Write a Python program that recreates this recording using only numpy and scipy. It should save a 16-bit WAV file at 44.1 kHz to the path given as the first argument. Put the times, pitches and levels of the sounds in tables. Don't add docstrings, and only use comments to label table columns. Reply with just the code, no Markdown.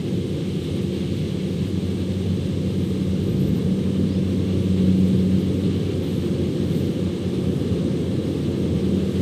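import sys
import numpy as np
from scipy import signal
from scipy.fft import rfft, irfft, next_fast_len
from scipy.io import wavfile
from scipy.ndimage import uniform_filter1d, map_coordinates

SR = 44100
rng = np.random.default_rng(int(sys.argv[2]) if len(sys.argv) > 2 else 0)


def magnitude_from_level(level_db):
    exponent = np.asarray(level_db, float) / 20
    return 10 ** exponent


def wav_out(sig):
    wavfile.write(sys.argv[1], SR, np.round(np.clip(np.atleast_2d(sig).T, -1, 1) * 32767).astype(np.int16))


N = 406161

# time in seconds, firing rate in Hz.
LOADED_SPEED = [(0, 95.2), (1.5, 94.9), (1.9, 93.9), (2.5, 94.5), (3, 94.2), (3.7, 94.8), (4.4, 94.5),
                (4.7, 93.5), (5.15, 93.1), (5.75, 94.8), (6.4, 94.8), (6.8, 96.4), (7.2, 96.4), (7.5, 95.6),
                (8.1, 95.9), (8.7, 95.4), (9.21, 95.8)]
# time in seconds, note (2nd order) in dB, 1st order over the note in dB.
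LOADED_EXHAUST = [(0, -33.5, -17), (.7, -36.5, -4), (1.3, -32.5, -1.5), (2, -27, -3.5), (2.4, -31, 1),
                  (3, -26.5, -7.5), (3.6, -26.5, -10), (4.1, -24, -5), (4.5, -27, 0.5), (4.8, -20, -6.5),
                  (5.25, -19.5, -7.5), (5.85, -31.5, 3), (6.4, -35, -6), (6.7, -50, 8), (7.2, -46, 10),
                  (7.65, -29, -13), (8.4, -43, -4), (8.9, -25, -12)]
# time in seconds, gain in dB.
SLOWER_DRUM = [(0, 0), (2, -2.5), (3.6, -8), (4, -2), (5.9, -5.5), (6.3, 3.5), (7.6, -6), (8, 1),
               (9.21, 1.5)]
# time in seconds, firing rate in Hz, note in dB.
REVVING = [
    (2.9, 38, -60),
    (3.07, 41, -31),
    (3.2, 48, -34),
    (3.35, 62, -27.5),
    (3.5, 76, -23),
    (3.6, 85, -26),
    (3.7, 92, -29),
    (3.85, 95, -60),
]
# time in seconds, firing rate in Hz, note in dB.
SETTLED = [
    (5.8, 91.6, -60),
    (6, 91.6, -37),
    (6.7, 91.9, -29),
    (7.5, 91.3, -29.5),
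    (8, 90.7, -35),
    (8.25, 91, -46),
    (8.7, 91, -32),
    (9.21, 90.8, -42),
]
# time in seconds, load of the drum in dB, breeze towards the microphone in dB.
FIELD = [(0, 2, -0.5), (.5, 1.5, 1.5), (1.1, 0, 2.5), (1.7, -0.5, .5), (2.4, 1, 0.5), (3, 0, -0.5),
         (3.5, 2.5, -1), (4, 1, -0.5), (4.6, 1, 1), (5.1, 1, 1.5), (5.5, 1.5, 1), (6.2, 0, 1),
         (6.9, 1.5, 1), (7.19, -3, 0), (7.6, 2.5, -0.5), (7.85, 1, 0), (8.7, 0, .5), (9.21, -1, 1)]
# frequency in Hz, level in dB per Hz.
DEEP_COLOUR = [(13, -65), (25, -37), (50, -24), (70, -13), (85, -7), (105, -5), (130, -3), (158, 0),
               (180, -3), (200, -6), (235, -12), (310, -40), (530, -120)]
# frequency in Hz, level in dB per Hz.
UPPER_COLOUR = [(120, -17), (200, -7), (220, -7), (312, -8), (349, -8), (475, -13), (566, -20),
                (604, -32.5), (680, -32.5), (880, -58), (1500, -120)]
# frequency in Hz, level in dB per Hz.
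RATTLE_COLOUR = [(360, -31), (620, -10.5), (674, -4.5), (773, -1), (936, -5), (1180, -3), (1460, -10.5),
                 (1610, -6.5), (1900, -9.5), (2000, -12), (2600, -37), (4400, -120)]
# frequency in Hz, level in dB per Hz.
HISS_COLOUR = [(1120, -16), (1900, -10), (2160, -2), (2490, -4.5), (2810, 0), (3340, 0.5), (4110, -2),
               (4470, -7), (5200, -17.5), (6760, -16), (11400, -120)]
# start in seconds, length in seconds, from Hz, to Hz, peak in dB.
SQUEAKS = [(3.512, .11, 15200, 11750, -61), (3.225, .025, 12900, 13700, -62),
           (3.258, .075, 11350, 12500, -56), (3.26, .07, 13200, 14100, -64),
           (3.315, 0.076, 11800, 12200, -60), (3.375, .07, 12750, 12950, -53),
           (3.42, .032, 12900, 12450, -55), (3.378, .05, 13000, 13300, -59),
           (3.45, .035, 13150, 13800, -61), (3.485, .032, 13550, 13700, -57),
           (3.462, .036, 12100, 11650, -52), (3.515, .035, 11250, 10750, -62),
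           (3.535, .06, 14450, 12550, -51), (4.07, .105, 4250, 5350, -48.5),
           (6.015, .055, 11800, 14650, -53), (6.065, .035, 13400, 14100, -55),
           (6.09, .09, 13600, 13200, -64), (6.075, .085, 11350, 11900, -60), (6.14, .04, 11950, 11250, -58),
           (6.17, .07, 11350, 11150, -63), (6.16, .075, 14400, 13900, -59),
           (6.205, .085, 14200, 11950, -59), (6.27, .045, 12100, 11900, -60),
           (6.305, .05, 11950, 11000, -64)]
# middle in seconds, length in seconds, pitch in Hz, peak in dB.
RASPS = [(3.25, .16, 13400, -65), (3.33, .16, 12900, -61), (3.46, .2, 13200, -59), (3.56, .14, 13400, -68),
         (4.87, .12, 12200, -64), (5, .12, 12400, -61), (5.07, .08, 12200, -63), (5.19, .12, 12400, -64),
         (5.41, .14, 12200, -65), (5.55, .18, 12300, -64), (6.09, .2, 13700, -68), (6.27, .22, 13600, -65),
         (6.775, .28, 13450, -54), (6.76, .5, 12000, -63)]
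# middle in seconds, length in seconds, gain in dB.
PUFFS = [(0.042, 0.041, 1), (.09, 0.044, 3), (.14, 0.046, 2), (.3, .1, 0), (.65, 0.053, 4), (0.772, .04, 4),
         (.83, .04, 5), (1.2, .5, 0), (1.68, .08, 3), (2.15, 0.27, 1), (2.903, 0.34, 3), (3.4, .5, 1),
         (3.98, .2, 1), (4.9, .12, 1), (4.997, .06, 2), (5.08, .05, 5), (5.2, .07, 1), (5.4, .08, 4),
         (5.6, .4, 1), (6.15, .5, 1), (6.78, .4, 2), (7.5, .5, 2), (9.15, 0.86, 2.5)]
# frequency in Hz, level in dB per Hz.
CHAFF_COLOUR = [(2820, -36), (4800, -1), (7020, -6), (8500, -2), (8880, -2.5), (9600, -19), (12500, -42),
                (21100, -120)]
# frequency in Hz, level in dB per Hz.
STRAW_COLOUR = [(8800, -30), (9400, -6), (9800, -8), (10700, -5), (11500, -9), (12200, -4.5),
                (13000, -10.5), (14100, -7), (14700, -13), (15400, -14)]

TIME = np.arange(N) / SR


def unit(x):
    return x / np.sqrt(np.mean(x ** 2) + 1e-20)


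def curves(rows):
    s, *columns = np.transpose(rows)
    return [np.interp(TIME, s, column) for column in columns]


def wobble(rate):
    knots = rng.standard_normal(int(N * rate / SR) + 4)
    return map_coordinates(knots, [np.arange(N) * rate / SR])


def swell(start, attack, hold, release, gain_db):
    corners = np.cumsum([start, attack, hold, release])
    return np.interp(TIME, corners, [0, gain_db, gain_db, 0])


def orders(hz, multiples, levels_db, slip, flutter_db):
    turns = 2 * np.pi * np.cumsum(hz) / SR
    phase = turns + slip * wobble(9)
    out = np.zeros(N)
    for k, db in zip(multiples, levels_db):
        strength = np.sqrt(2) * magnitude_from_level(db + flutter_db * wobble(7))
        out += strength * np.sin(k * phase + k)
    return out


def rush(colour, patchy_db):
    z = signal.stft(rng.standard_normal(N), nperseg=512)[2]
    patches = uniform_filter1d(rng.standard_normal(z.shape), size=8, axis=0)
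    patches = unit(uniform_filter1d(patches, size=8, axis=1))
    x = signal.istft(z * magnitude_from_level(patchy_db * patches), nperseg=512)[1][:N]
    f, level = np.transpose(colour)
    m = next_fast_len(N + 8192)
    bins = np.fft.rfftfreq(m, 1 / SR)
    gain = magnitude_from_level(np.interp(np.log(bins + 1), np.log(f + 1), level, -120, -120))
    return unit(irfft(rfft(x, m) * gain, m)[:N])


def loaded_engine():
    (hz,) = curves(LOADED_SPEED)
    note, first_over_note = curves(LOADED_EXHAUST)
    third = -45.5 + swell(start=3.52, attack=0.63, hold=1.8, release=.4, gain_db=9.9)
    fourth = -53 + 4 * wobble(3)
    return orders(hz, range(1, 5), [note + first_over_note, note, third, fourth], slip=.06, flutter_db=.7)


def slower_engine():
    hz = 86.9 + .35 * wobble(1.5)
    first = -41 + 0.63 * TIME + 0.5 * wobble(2)
    drum = -38 + wobble(2) + curves(SLOWER_DRUM)[0]
    sixth = -55 + 0.14 * TIME + wobble(2)
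    return orders(hz, (1, 4, 6), [first, drum, sixth], slip=.04, flutter_db=1.2)


def revving_engine():
    hz, note = curves(REVVING)
    first = note - 9 + .25 * np.minimum(hz - 76, 0)
    return orders(hz, (1, 2, 3), [first, note, note - 15], slip=.04, flutter_db=.6)


def settled_engine():
    hz, note = curves(SETTLED)
    first = -38 + 0.38 * (note + 33)
    out = orders(hz, (1, 2), [first, note], slip=.08, flutter_db=1.2)
    return out * (TIME > SETTLED[0][0])


def gear_whine():
    level = -67 + swell(start=7.8, attack=1.2, hold=1, release=.1, gain_db=11)
    return orders(np.full(N, 634.5), (1,), [level], slip=0.43, flutter_db=4.0)


def roar():
    load = curves(FIELD)[0]
    deep = magnitude_from_level(-29 + 0.2439 * TIME + load) * rush(DEEP_COLOUR, patchy_db=0.34)
    upper = magnitude_from_level(-30 + 0.53 * TIME + 0.65 * load) * rush(UPPER_COLOUR, patchy_db=0.48)
    return deep + upper


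def threshing():
    load, breeze = curves(FIELD)
    shake = 0.64 * wobble(28)
    chains = magnitude_from_level(-51.5 + 0.38 * TIME + .2 * load + shake) * rush(RATTLE_COLOUR, patchy_db=0.3)
    hiss = magnitude_from_level(-45.5 + breeze + shake) * rush(HISS_COLOUR, patchy_db=0.38)
    return chains + hiss


def swift_squeaks():
    out = np.zeros(N)
    quaver = 60 * wobble(150)
    for s, length, from_hz, to_hz, db in SQUEAKS:
        u = np.linspace(0, 1, round(length * SR))
        i = round(s * SR) + np.arange(len(u))
        pitch = from_hz + (to_hz - from_hz) * u + quaver[i]
        strength = magnitude_from_level(db - 9 * np.abs(2 * u - 1))
        edge = signal.windows.tukey(len(u), .25)
        out[i] += edge * strength * np.sin(2 * np.pi * np.cumsum(pitch) / SR)
    return out * magnitude_from_level(2.2 * wobble(110))


def swift_rasps():
    out = np.zeros(N)
    grit = unit(uniform_filter1d(wobble(2400), size=56) * magnitude_from_level(1.1 * wobble(90)))
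    for middle, length, hz, db in RASPS:
        u = np.linspace(-1, 1, round(length * SR))
        i = round((middle - length / 2) * SR) + np.arange(len(u))
        strength = np.sqrt(2) * magnitude_from_level(db - 18 * np.abs(u))
        out[i] += strength * grit[i] * np.sin(2 * np.pi * hz * i / SR)
    return out


def crop():
    breeze = curves(FIELD)[1]
    puffs = np.zeros(N)
    for middle, length, db in PUFFS:
        puffs += db * np.clip(1 - np.abs(TIME - middle) * 2 / length, 0, 1)
    chaff_db = -53.5 + .3 * breeze + 0.36 * puffs + 0.37 * wobble(20)
    straw_db = -62.5 + .5 * breeze + puffs + .8 * wobble(16)
    chaff = magnitude_from_level(chaff_db) * rush(CHAFF_COLOUR, patchy_db=0.8)
    return chaff + magnitude_from_level(straw_db) * rush(STRAW_COLOUR, patchy_db=1.5)


def scene():
    engines = loaded_engine() + slower_engine() + revving_engine() + settled_engine() + gear_whine()
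    machinery = roar() + threshing()
    swifts = swift_squeaks() + swift_rasps()
    return (engines + machinery + swifts + crop())[None]


def roll_off(x):
    return signal.sosfilt(signal.butter(12, 15410, fs=SR, output="sos"), x)


def record(dry):
    top_hz = 15410
    longer = np.concatenate([dry, dry[:, ::-1]], axis=1)
    spectrum = rfft(longer) * (np.fft.rfftfreq(2 * N, 1 / SR) < top_hz)
    mix = irfft(spectrum, 2 * N)[:, :N]
    return roll_off(mix)


dry = scene()
out = record(dry)
wav_out(out)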